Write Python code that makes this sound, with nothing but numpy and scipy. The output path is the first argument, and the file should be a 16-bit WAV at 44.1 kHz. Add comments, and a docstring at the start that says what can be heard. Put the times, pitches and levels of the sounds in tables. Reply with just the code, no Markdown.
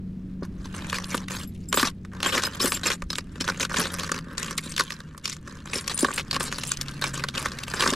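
"""Lures scrape, knock and clink as hands rummage in an open plastic tackle box on a kayak, close by.
Knocks and bumps excite decaying modes of the box; scrapes are stick-slip jolts, rustle is even friction.
Metal lures ring in modes of their own, and dull thuds come from the hull.
Behind them a far engine, three harmonics of a sinking pitch, drones over filtered-noise outdoor air."""
import sys
import numpy as np
from scipy import signal
from scipy.fft import rfft, irfft, next_fast_len
from scipy.io import wavfile
from scipy.ndimage import uniform_filter1d

SR = 44100
rng = np.random.default_rng(int(sys.argv[2]) if len(sys.argv) > 2 else 0)


def wav_out(sig):
    """Save sig, one row per channel (or a flat mono array), as 16-bit PCM at SR to the path in sys.argv[1]."""
    wavfile.write(sys.argv[1], SR, np.round(np.clip(np.atleast_2d(sig).T, -1, 1) * 32767).astype(np.int16))


N = 350576

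# A lure or hook strikes the plastic, levels as rms over 10 ms before each layer's gain:
# start_s, wall_knock_db, sharp_tick_db, tick_pitch_hz
STRIKES = [(0.898, -44, -31.5, 4000), (0.928, -26, -31, 2720), (0.984, -31.5, -30.5, 2000),
           (1.042, -54, -33.5, 4200), (1.1442, -23.5, -29.5, 2640), (1.177, -48, -33, 3400),
           (1.283, -44, -35, 2370), (1.727, -24.5, -21.5, 2770), (1.742, -28, -29.5, 7700),
           (1.773, -21.5, -25.5, 3040), (1.796, -24, -24, 1900), (1.829, -20, -24, 1900),
           (2.049, -44.5, -49, 1900), (2.203, -39, -36, 2700), (2.229, -29, -23, 2794),
           (2.261, -22.5, -25, 2730), (2.347, -28, -29, 2980), (2.379, -23, -24, 1920),
           (2.435, -26, -25, 4240), (2.472, -29, -42, 5000), (2.657, -29, -25.5, 8300),
           (2.72, -27.5, -23.5, 2500), (2.869, -35, -24, 7300), (2.902, -27, -25, 1900),
           (2.917, -36, -26.5, 3150), (3.021, -34, -38, 2430), (3.103, -36.5, -28, 4070),
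           (3.13, -35.5, -30.5, 5000), (3.155, -46, -29, 3550), (3.183, -31.5, -26, 2100),
           (3.409, -39, -26, 5040), (3.442, -35, -36, 3900), (3.478, -28, -28, 3660),
           (3.487, -22.5, -34, 3500), (3.498, -26, -28.5, 3800), (3.609, -34, -25.5, 3966),
           (3.63, -31, -25.5, 2500), (3.65, -30.5, -29, 3800), (3.713, -30, -55, 1900),
           (3.742, -26, -31.5, 3820), (3.803, -27.5, -30, 4200), (3.855, -28, -35.5, 1890),
           (3.94, -37, -31, 11000), (3.996, -46, -30.5, 3530), (4.033, -32.5, -31.5, 1880),
           (4.093, -31, -36.5, 1910), (4.117, -24.5, -24.5, 6900), (4.144, -37, -36, 1900),
           (4.188, -41, -35, 1900), (4.38, -41, -29, 6800), (4.429, -49, -29, 6700),
           (4.509, -34, -34.5, 11000), (4.5784, -48, -24.5, 9300), (4.5818, -35, -25.5, 3980),
           (4.72, -58, -35, 6000), (4.764, -39, -27.5, 4070), (4.779, -35, -25, 1870),
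           (4.792, -43.5, -29, 4300), (4.796, -22, -22, 1900), (4.807, -21.5, -23.5, 4230),
           (4.905, -42.5, -30, 1880), (4.921, -37.5, -35, 5000), (5.003, -41.5, -41.5, 3960),
           (5.147, -43, -62, 2600), (5.178, -45, -42, 11000), (5.255, -40, -25.5, 5040),
           (5.277, -39.5, -32, 5600), (5.297, -47, -30.5, 6400), (5.327, -49, -33.5, 5200),
           (5.366, -47.5, -44.5, 6940), (5.475, -38.5, -48, 2000), (5.878, -36, -24.5, 6260),
           (5.976, -53, -27, 8260), (6.046, -17, -27, 1860), (6.085, -26, -46, 1900),
           (6.107, -31.5, -56, 2100), (6.178, -34, -29.5, 1880), (6.311, -40, -24.5, 4060),
           (6.364, -23, -28, 4500), (6.407, -25.5, -30.5, 2520), (6.525, -34, -28.5, 1860),
           (6.585, -34.5, -32, 4020), (6.635, -38, -28.5, 2620), (6.717, -30, -22.5, 6860),
           (6.771, -59, -33, 5900), (6.812, -50, -26, 4730), (6.883, -46, -33.5, 3760),
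           (7.022, -27.5, -29.5, 4200), (7.04, -24.5, -25.5, 1900), (7.238, -25.5, -27, 4500),
           (7.286, -36, -28, 3500), (7.378, -33, -26, 3510), (7.458, -24, -27, 1900),
           (7.518, -40, -36, 4000), (7.587, -54, -33, 2410), (7.635, -43, -30.5, 3078),
           (7.737, -25, -32, 1891), (7.807, -29, -21, 3330), (7.823, -22, -24.5, 4500),
           (7.837, -23, -28, 1900), (7.861, -19.5, -43, 1900), (7.875, -26, -23, 5000),
           (7.903, -46, -26.5, 7400), (7.935, -27, -27.5, 4276)]
# Nominal modes of the box floor and of its thin walls: frequency_hz, level_db, t60_s
BOX_MODES = [(253.6, -9, 0.043), (350.4, -14, 0.062), (393, -12.5, 0.057), (467, -5.5, 0.024),
             (551.6, -5.5, 0.037), (928, -5.5, 0.022), (1062, -1, 0.021), (1149.5, -2, 0.029),
             (1255, -8, 0.034), (1418, -4.5, 0.024), (1531, -0.5, 0.023), (1752, 2.5, 0.013),
             (2130, -3, 0.0034)]
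# The hands work with the spoon lure until this time, then with the spinner blades.
SPOON_UNTIL_S = 3.3
# How long the plastic yields under a blow: a wall, and a hard point.
WALL_GIVE_S, POINT_GIVE_S = .0015, .0004


def knocks(wall_gain_db=-0.5, tick_gain_db=-1.5, slope_db=3.0, hardness=0.054):
    """Modal excitation by impact: each contact ticks and rings the box; a sharper one favours higher modes."""
    out = np.zeros(N)
    span = np.sqrt(SR / 100)  # turns unit energy into unit rms over 10 ms
    for start_s, wall_db, sharp_db, pitch_hz in STRIKES:
        tilt_db = slope_db + hardness * (sharp_db - wall_db)
        body = ring(box_at(start_s), detune=0.022, slope_db=tilt_db)
        knock = unit(pressed(body, WALL_GIVE_S))
        point = unit(pressed(tick(pitch_hz, snap=0), POINT_GIVE_S))
        add(out, start_s, span * amp(wall_db + wall_gain_db) * knock)
        add(out, start_s, span * amp(sharp_db + tick_gain_db) * point)
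    return out


def box_at(s, lead_db=4.0, lead_width_hz=130):
    """Position-dependent coupling: the modes of the wall that the hands work at are raised."""
    # The wall nearest the hands, by the pitch it rings at most: time_s, frequency_hz
    near_wall = [(1.9, 1100), (2.4, 1450), (2.9, 1146), (3.45, 1500), (3.75, 1430), (4.1, 1140),
                 (6.4, 1120), (6.7, 1450), (7.25, 1484), (7.45, 1169)]
    lead_hz = np.interp(s, *np.transpose(near_wall))
    modes = []
    for hz, db, t60 in BOX_MODES:
        lift_db = lead_db * np.exp(-((hz - lead_hz) / lead_width_hz) ** 2)
        modes.append((hz, db + lift_db, t60))
    return modes


def tick(hz, t60=0.015, snap=0.94, focus_db=11.0, octaves=0.38, size=1024):
    """Contact and scattering: a snap and dense reflections, coloured by a local resonance of the plastic."""
    # Colour of hard points on stiff plastic: frequency_hz, level_db (per Hz)
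    tick_colour = [(800, -16.5), (1500, -5.5), (4000, -3), (7500, -6.5), (10000, -11.5), (12400, -17.5),
                   (14600, -29.5), (16200, -45)]
    t = np.arange(size) / SR
    f = abs(np.fft.fftfreq(size, 1 / SR))
    decay = amp(-60 * t / t60) + amp(-28 - 60 * t / .05)  # fast reflections and a faint tail
    burst = rng.standard_normal(size) * decay
    burst[0] += snap
    focus = focus_db / (1 + (np.log2((f + 1) / hz) / octaves) ** 2)
    log_gain = np.log(amp(read(tick_colour, f)[0] + focus))
    # The Hilbert transform of the log gain gives a minimum-phase filter.
    response = np.exp(np.conj(signal.hilbert(log_gain)))
    return unit(np.fft.ifft(np.fft.fft(burst) * response).real)


def scrape(rattle, scratch, wall_db=-2.5, scratch_db=0.0, scratch_hz=4400, scatter=.5, slope_db=-2.0):
    """Stick-slip excites tray and walls: slips come faster under a harder drag, twice as fast with the spoon."""
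    slips_per_s = 70 + 2000 * (scratch / scratch.max()) ** .9
    spoon = np.arange(N) / SR < SPOON_UNTIL_S
    jolts = slips(slips_per_s * (1 + spoon))

    def wall_spot(s):
        return ring(box_at(s), detune=0.035, slope_db=slope_db, length=.035)

    def tray_spot(s):
        spot_hz = scratch_hz * np.exp(scatter * rng.standard_normal())
        return tick(spot_hz, focus_db=14., octaves=.35)

    walls = travel(jolts * rattle, wall_spot)
    tray = travel(jolts * scratch, tray_spot)
    return amp(wall_db) * walls + amp(scratch_db) * tray


def slips(per_s, spread_db=7.0):
    """Stick-slip as a random point process: jolts of uneven size share the hand's push."""
    size_db = spread_db * np.minimum(rng.exponential(1, N), np.pi)
    jolt = amp(size_db) * (rng.random(N) < per_s / SR)
    shared_power = np.maximum(uniform_filter1d(jolt ** 2, size=1200), 1e-3)
    return jolt * rng.choice([-1, 1], N) / np.sqrt(shared_power)


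def handling(swing_db=4, fidget_catch_db=-4):
    """Power addition of drags, skitters and fidgeting; fidgeting drives the jolts less than the even friction."""
    # A lure is dragged through the tray, levels before easing and layer gains:
    # start_s, length_s, wall_rattle_db, fine_scratch_db
    drags = [(0.424, 0.03, -44.5, -51), (0.64, 0.027, -43, -45.5), (0.735, 0.059, -38, -43.5),
             (0.80, 0.44, -43, -47), (0.937, 0.03, -33, -29.5), (1.09, 0.089, -39, -37),
             (1.295, 0.075, -35, -37), (1.38, 0.061, -43, -42.5), (1.545, 0.018, -76, -56),
             (1.772, 0.046, -28.5, -26), (1.84, 0.043, -29, -28), (2.115, 0.1, -43, -56),
             (2.235, 0.068, -28.5, -29), (2.318, 0.081, -26.5, -27.5), (2.415, 0.055, -34.5, -31),
             (2.48, 0.45, -43, -48.5), (2.53, 0.024, -44, -41), (2.594, 0.088, -29, -28.5),
             (2.72, 0.052, -36, -32.5), (2.83, 0.027, -33, -29.5), (2.853, 0.033, -25.5, -26.5),
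             (2.90, 0.04, -32.5, -30), (3.35, 0.025, -43.5, -51), (3.398, 0.022, -35, -31),
             (3.44, 0.17, -42, -43.5), (3.595, 0.04, -32, -28), (3.69, 0.32, -37.5, -41),
             (3.757, 0.06, -25, -26.5), (3.82, 0.05, -39, -31.5), (3.98, 0.093, -36, -37.5),
             (4.135, 0.052, -34, -40.5), (4.37, 0.16, -36.5, -38.5), (4.62, 0.13, -48.5, -44),
             (4.82, 0.14, -49, -45.5), (5.235, 0.1054, -50, -39), (5.46, 0.063, -45, -51.5),
             (5.65, 0.41, -44, -47), (5.726, 0.066, -36.5, -31), (5.892, 0.029, -33.5, -30.5),
             (5.98, 0.088, -40, -35.5), (6.08, 0.12, -41, -40.5), (6.175, 0.026, -30.5, -28),
             (6.325, 0.037, -29.5, -29.5), (6.394, 0.093, -35, -34.5), (6.50, 0.25, -44.5, -40),
             (6.85, 0.145, -56, -50), (7.011, 0.075, -34, -33), (7.13, 0.074, -36.5, -36),
             (7.335, 0.15, -35, -36), (7.665, 0.058, -38.5, -38.5), (7.74, 0.28, -38.5, -36.5),
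             (7.79, .12, -30.5, -31)]
    # Fingers fidget among the lures, mean levels: time_s, wall_rattle_db, fine_scratch_db
    fidget_curve = [(0.25, -77, -80), (0.45, -55, -63.5), (1.0, -57, -56), (1.55, -85, -65),
                    (2.0, -85, -70.5), (3.3, -58, -61), (4.3, -46.5, -59.5), (5.5, -55.5, -61.5),
                    (7.95, -42.5, -47.5)]
    drag = np.hypot(strokes(drags), skitter())
    fidget = amp(follow(fidget_curve) + swing_db * wander(top_hz=11))
    jolting = np.hypot(drag, amp(fidget_catch_db) * fidget)
    rubbing = np.hypot(drag, fidget)
    return jolting, rubbing


def strokes(rows, catch_s=0.0061, ease_db=-3.5, let_go_s=0.0094):
    """Friction envelope: each stroke catches quickly, eases and lets go; overlapping strokes add in power."""
    out = np.zeros((len(rows[0]) - 2, N))
    for start_s, length, *levels in rows:
        t = seconds(length + .1)
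        rise = np.minimum(t / catch_s, 1)
        ease = amp(ease_db * np.minimum(t / length, 1))
        release = np.exp(-np.maximum(t - length, 0) / let_go_s)
        shape = rise * ease * release
        for power, db in zip(out, levels):
            add(power, start_s, (amp(db) * shape) ** 2)
    return np.sqrt(out)


def skitter(swell_in_s=0.0036, skitter_s=0.012, rattle_db=-8.5, scratch_db=-9.5):
    """Friction around impact: sound swells briefly into each knock and skitters on after it."""
    out = np.zeros((2, N))
    t = seconds(.12) - .02  # starts 20 ms before the knock
    shape = np.exp(np.where(t < 0, t / swell_in_s, -t / skitter_s))
    for start_s, wall_db, sharp_db, _ in STRIKES:
        add(out[0], start_s + t[0], amp(wall_db + rattle_db) * shape)
        add(out[1], start_s + t[0], amp(sharp_db + scratch_db) * shape)
    return out


def rustle(rattle, scratch, level_db=-5.5, rub_hz=2400, wall_db=-5.5):
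    """Broadband friction: fingers slide evenly on the plastic and keep the walls murmuring."""
    friction = rng.standard_normal(N)
    wall_response = unit(ring(BOX_MODES, detune=.02, length=.06))
    walls = signal.oaconvolve(friction * rattle, wall_response)[:N]
    rub = travel(friction * scratch, lambda s: tick(rub_hz, focus_db=8.0), size=1000)
    return amp(wall_db) * walls + amp(level_db) * rub


def hooks(scratch, per_s=28.0, level_db=-17.0, free_db=-43, spread_db=-7., hook_hz=5500):
    """Random impacts: loose hooks tick on the dividers at various pitches, louder as the tray is stirred."""
    out = np.zeros(N)
    # Above the scratch level free_db the hooks rattle freely and grow no louder.
    stir = amp(level_db) * np.minimum(scratch / amp(free_db), 1)
    for n in np.flatnonzero(rng.random(N) < per_s / SR):
        pitch_hz = hook_hz * 2 ** rng.uniform(-1.2, .9)
        hook = tick(pitch_hz, focus_db=18., octaves=.3)
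        add(out, n / SR, stir[n] * amp(spread_db * rng.exponential()) * hook)
    return out


def clinks(others_db=-15.0, t60=0.06, slope_db=7.0, bounce_s=.009, bounce_db=-9.0, count=3):
    """Free metal modes: a lure, spoon or blade, bounces and rings; one partial leads, its pitch varying a little."""
    # A metal lure rings out, level before its onset shape: start_s, level_db, leading_partial_hz
    lure_hits = [(1.36, -32, 6520), (1.431, -36, 7570), (1.474, -39, 11530), (1.686, -30, 7540),
                 (1.743, -24, 6900), (1.773, -21, 7630), (2.268, -20, 7600), (2.449, -18, 5050),
                 (2.611, -17, 5130), (2.673, -22, 9490), (2.745, -19, 7360), (2.859, -19.5, 7540),
                 (2.872, -21, 5200), (3.102, -25, 5184), (4.704, -33, 8300), (5.944, -20.5, 9560),
                 (6.012, -19, 9560), (6.139, -28, 8400)]
    out, t = np.zeros(N), seconds(.15)
    contact = 1 - np.exp(-t / .001)
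    for s, db, hz in lure_hits:
        for k in range(count):
            lead_hz = hz * (1 + k * .01 * rng.standard_normal())
            lead = np.sin(2 * np.pi * lead_hz * t) * amp(-60 * t / t60)
            metal = ring(metal_modes(s), detune=.008, slope_db=slope_db)[:len(t)]
            add(out, s, amp(db + k * bounce_db) * contact * (lead + amp(others_db) * metal))
            s += bounce_s * (.5 + rng.random())
    return out


def jingles(per_s=350.0, slope_db=8.5):
    """Repeated modal excitation: a dangling lure chatters on its ring in changing mixes of its higher modes."""
    # A lure dangles and jingles, level before easing: start_s, length_s, level_db
    jingle_strokes = [(1.295, 0.12, -45.5), (1.74, 0.097, -31.5), (2.26, 0.13, -43), (2.61, 0.13, -32.5),
                      (2.85, 0.082, -45), (4.63, 0.085, -44.5), (5.728, 0.083, -37), (5.89, .06, -46),
                      (5.985, 0.039, -26.5), (6.128, 0.04, -33), (6.395, 0.072, -35), (6.665, 0.037, -34),
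                      (7.07, .02, -39), (7.788, 0.13, -40)]
    (level,) = strokes(jingle_strokes)

    def touched(s):
        return ring(metal_modes(s), detune=0.0112, slope_db=slope_db, length=.08)

    return travel(slips(per_s) * level, touched, size=150)


def metal_modes(s):
    """Modal signature of the metal in hand: a spoon lure first, then a bunch of spinner blades."""
    # Nominal modes of the spoon lure: frequency_hz, level_db, t60_s
    spoon_modes = [(3617, -5, .05), (4840, -3, .06), (5190, 0, .08), (6500, -6, .06), (7610, 0, .09),
                   (8300, -8, .06), (9850, -4, .09), (10845, -14, .06), (12020, -9, .09), (14590, -22, .08)]
    # Nominal modes of the spinner blades: frequency_hz, level_db, t60_s
    blade_modes = [(3606, 4, 0.0076), (6400, 4, 0.012), (7500, 9, 0.014), (8250, 4, 0.015),
                   (8840, -1, 0.012), (9650, 4.5, 0.026), (10918, -6, 0.015), (12010, -14, 0.027)]
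    return spoon_modes if s < SPOON_UNTIL_S else blade_modes


def bumps(box_db=0.0, slope_db=-10.5, thud_rise_s=0.0059):
    """Low-mode excitation: soft pushes boom in the box and thud in the hull under it."""
    # The whole box is bumped: start_s, peak_db
    box_bumps = [(0.423, -22), (1.144, -20.5), (1.741, -22), (1.775, -19.5), (1.83, -12.5), (2.361, -20),
                 (2.607, -24), (2.643, -14.5), (3.407, -26), (3.608, -30), (3.791, -20), (4.114, -23.5),
                 (4.268, -30.5), (4.661, -27), (5.756, -25), (6.03, -10), (7.885, -20), (7.924, -16.5)]
    # Dull thuds of the hull, level at the top of the envelope: start_s, level_db, pitch_hz
    hull_thuds = [(0.593, -28, 61), (3.028, -27.5, 31.6), (3.061, -28.5, 56.5), (3.788, -26, 183),
                  (6.783, -33.5, 35.65)]
    out, t = np.zeros(N), seconds(.2)
    for start_s, db in box_bumps:
        body = ring(BOX_MODES, detune=0.011, slope_db=slope_db)
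        boom = radiated(pressed(body, WALL_GIVE_S))
        add(out, start_s, amp(db + box_db) * boom / abs(boom).max())
    swell = t / thud_rise_s * np.exp(1 - t / thud_rise_s)
    for start_s, db, hz in hull_thuds:
        add(out, start_s, amp(db) * swell * np.sin(2 * np.pi * hz * t))
    return out


def ring(modes, detune, slope_db=0, length=.25):
    """Modal superposition: decaying sines whose random shares and signs stand for where the blow lands."""
    t = seconds(length)
    hz, db, t60 = np.transpose(modes)[:, :, None]
    share, shift, side = rng.standard_normal((3, len(modes), 1))
    # A negative slope, as from a soft contact, favours the low modes.
    db = db + 2.5 * share + slope_db * np.log2(hz / hz.mean())
    decay = np.sign(side) * amp(db - 60 * t / t60)
    return (decay * np.sin(2 * np.pi * hz * (1 + detune * shift) * t)).sum(0)


def pressed(x, rise_s):
    """Contact compliance: the plastic yields, so its sound builds up over a moment."""
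    return x * (1 - np.exp(-np.arange(len(x)) / SR / rise_s))


def travel(drive, body_at, size=600):
    """Moving excitation: the contact rests briefly on one spot, then moves on to one that rings differently."""
    out, n = np.zeros(N), 0
    while n < N:
        push = drive[n:n + rng.integers(size // 2, 2 * size)]
        if push.any():
            add(out, n / SR, signal.fftconvolve(push, unit(body_at(n / SR))))
        n += len(push)
    return out


def radiated(x, lowest_hz=152.0):
    """Radiation cutoff: the small box radiates little below its lowest mode."""
    return signal.sosfilt(signal.butter(2, lowest_hz, "highpass", fs=SR, output="sos"), x)


def hollow(x, from_s=4.05, until_s=5.65):
    """Spectral gap: blades hang in a narrow compartment, hollow between its floor modes and wall modes."""
    t = np.arange(N) / SR
    gap = signal.lfilter(*signal.iirpeak(760, 2.5, fs=SR), x)
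    inside = (t > from_s) & (t < until_s)
    return x - (1 - amp(-15)) * gap * inside


def engine(third_db=-16.0, fade_db=0.7, waver_turns=0.01):
    """Harmonic source: only the lowest harmonics carry over the water, fading in the moving air."""
    # Far engine, rms levels before fading: time_s, firing_rate_hz, fundamental_db, second_harmonic_db
    engine_curve = [(0, 92.6, -46.5, -39), (2.45, 93.73, -46.5, -44.5), (2.9, 88.24, -50, -45),
                    (4, 86.85, -46.5, -41), (4.7, 79.55, -55.5, -46.5), (5.8, 74.13, -53, -52.5),
                    (7, 69.4, -60, -39.5), (7.95, 62.83, -42.5, -47)]
    hz, first_db, second_db = follow(engine_curve)
    turns = np.cumsum(hz) / SR + waver_turns * wander(4.1)
    out = np.zeros(N)
    for order, db in enumerate([first_db, second_db, second_db + third_db], start=1):
        level = np.sqrt(2) * amp(db + fade_db * wander(3.9))
        out += level * np.sin(2 * np.pi * order * turns)
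    return out


def air(swell_db=-0.8):
    """Spectrally shaped noise: a low outdoor rumble with a very faint hiss."""
    # Colour of the outdoor air: frequency_hz, level_db (per Hz, relative)
    air_colour = [(30, -5), (70, -4), (110, -7.5), (160, -1.5), (210, -3.5), (270, -8), (340, -15),
                  (450, -24), (800, -39), (2000, -43), (5000, -52), (16000, -66)]
    # Its rms level before the slow swell: time_s, level_db
    air_level = [(0, -38), (3, -41), (4.2, -40), (5, -44.5), (5.6, -43), (6.6, -39), (7.95, -40.5)]
    colour = amp(read(air_colour, np.fft.rfftfreq(N, 1 / SR))[0])
    noise = evened(irfft(rfft(rng.standard_normal(N)) * colour, N))
    return noise * amp(follow(air_level)[0] + swell_db * wander(3.8))


def stereo(x, count=3):
    """Decorrelation by reflection: two ports hear different lid reflections, changing as the hands move."""
    # The microphone pair: frequency_hz, side_share_db, left_minus_right_db
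    port_pair = [(30, -30, -1.5), (151, -34.5, 0.5), (495, -16, 0.5), (1250, -9.5, 0), (2480, -8, -1.2),
                 (4440, -10, 0.9), (9200, -10, 2), (13000, -2.5, 5.5)]
    size, t = next_fast_len(N), seconds(.01)
    hz, mid = np.fft.rfftfreq(size, 1 / SR), rfft(x, size)
    side_db, balance_db = read(port_pair, hz)
    side = np.zeros(N)
    for _ in range(count):
        lid = rfft(rng.standard_normal(len(t)) * np.exp(-t / .001), size)
        smear = np.exp(1j * np.angle(lid))  # only the phase of the reflections
        reflected = irfft(mid * smear * amp(side_db), size)[:N]
        side += reflected * wander(top_hz=27) / np.sqrt(count)
    balanced = irfft(mid * amp([balance_db / 2, -balance_db / 2]), size)[:, :N]
    return balanced + [side, -side]


def wander(top_hz, count=20):
    """Slow fluctuation of rms 1: sines from 1 Hz to top_hz superposed in random phase."""
    t = np.arange(0, N + 256, 256) / SR
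    slow = sum(np.sin(2 * np.pi * (f * t + rng.random())) for f in np.geomspace(1, top_hz, count))
    return evened(np.interp(np.arange(N) / SR, t, slow))


def amp(db):
    """Level to amplitude: 20 dB is a factor of ten."""
    return 10 ** (np.asarray(db) / 20)


def evened(x):
    """Power normalization: scales to rms 1."""
    return x / np.sqrt(np.mean(x ** 2) + 1e-20)


def unit(x):
    """Energy normalization: scales to energy 1."""
    return x / np.sqrt(np.sum(x ** 2) + 1e-20)


def read(points, hz):
    """Interpolation over log frequency: each column of a spectrum table at the given frequencies."""
    f, *columns = np.transpose(points)
    return [np.interp(np.log(hz + 1), np.log(f + 1), c) for c in columns]


def follow(rows):
    """Linear interpolation over time: each column of a curve table at every sample."""
    s, *columns = np.transpose(rows)
    return [np.interp(np.arange(N) / SR, np.sort(s), c) for c in columns]


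def seconds(length):
    """Sampled time axis from zero, in seconds."""
    return np.arange(int(length * SR)) / SR


def add(mix, s, sound):
    """Superposition: adds a sound into the mix from time s, cut at the end."""
    part = mix[max(round(s * SR), 0):][:len(sound)]
    part += sound[:len(part)]


def scene():
    """Superposition of the plastic box, the metal lures, the engine and the air, heard by two ports."""
    jolting, rubbing = handling()
    contacts = knocks() + scrape(*jolting) + rustle(*rubbing) + hooks(jolting[1])
    plastic = hollow(radiated(contacts) + bumps())
    return stereo(plastic + jingles() + clinks() + engine() + air())


def record(dry, edge_hz=16300):
    """Band limitation: the recorder's linear-phase low-pass."""
    lowpass = signal.firwin(255, edge_hz, window=("kaiser", 9), fs=SR)
    return signal.oaconvolve(dry, lowpass[None], "same")


dry = scene()
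out = record(dry)
wav_out(out)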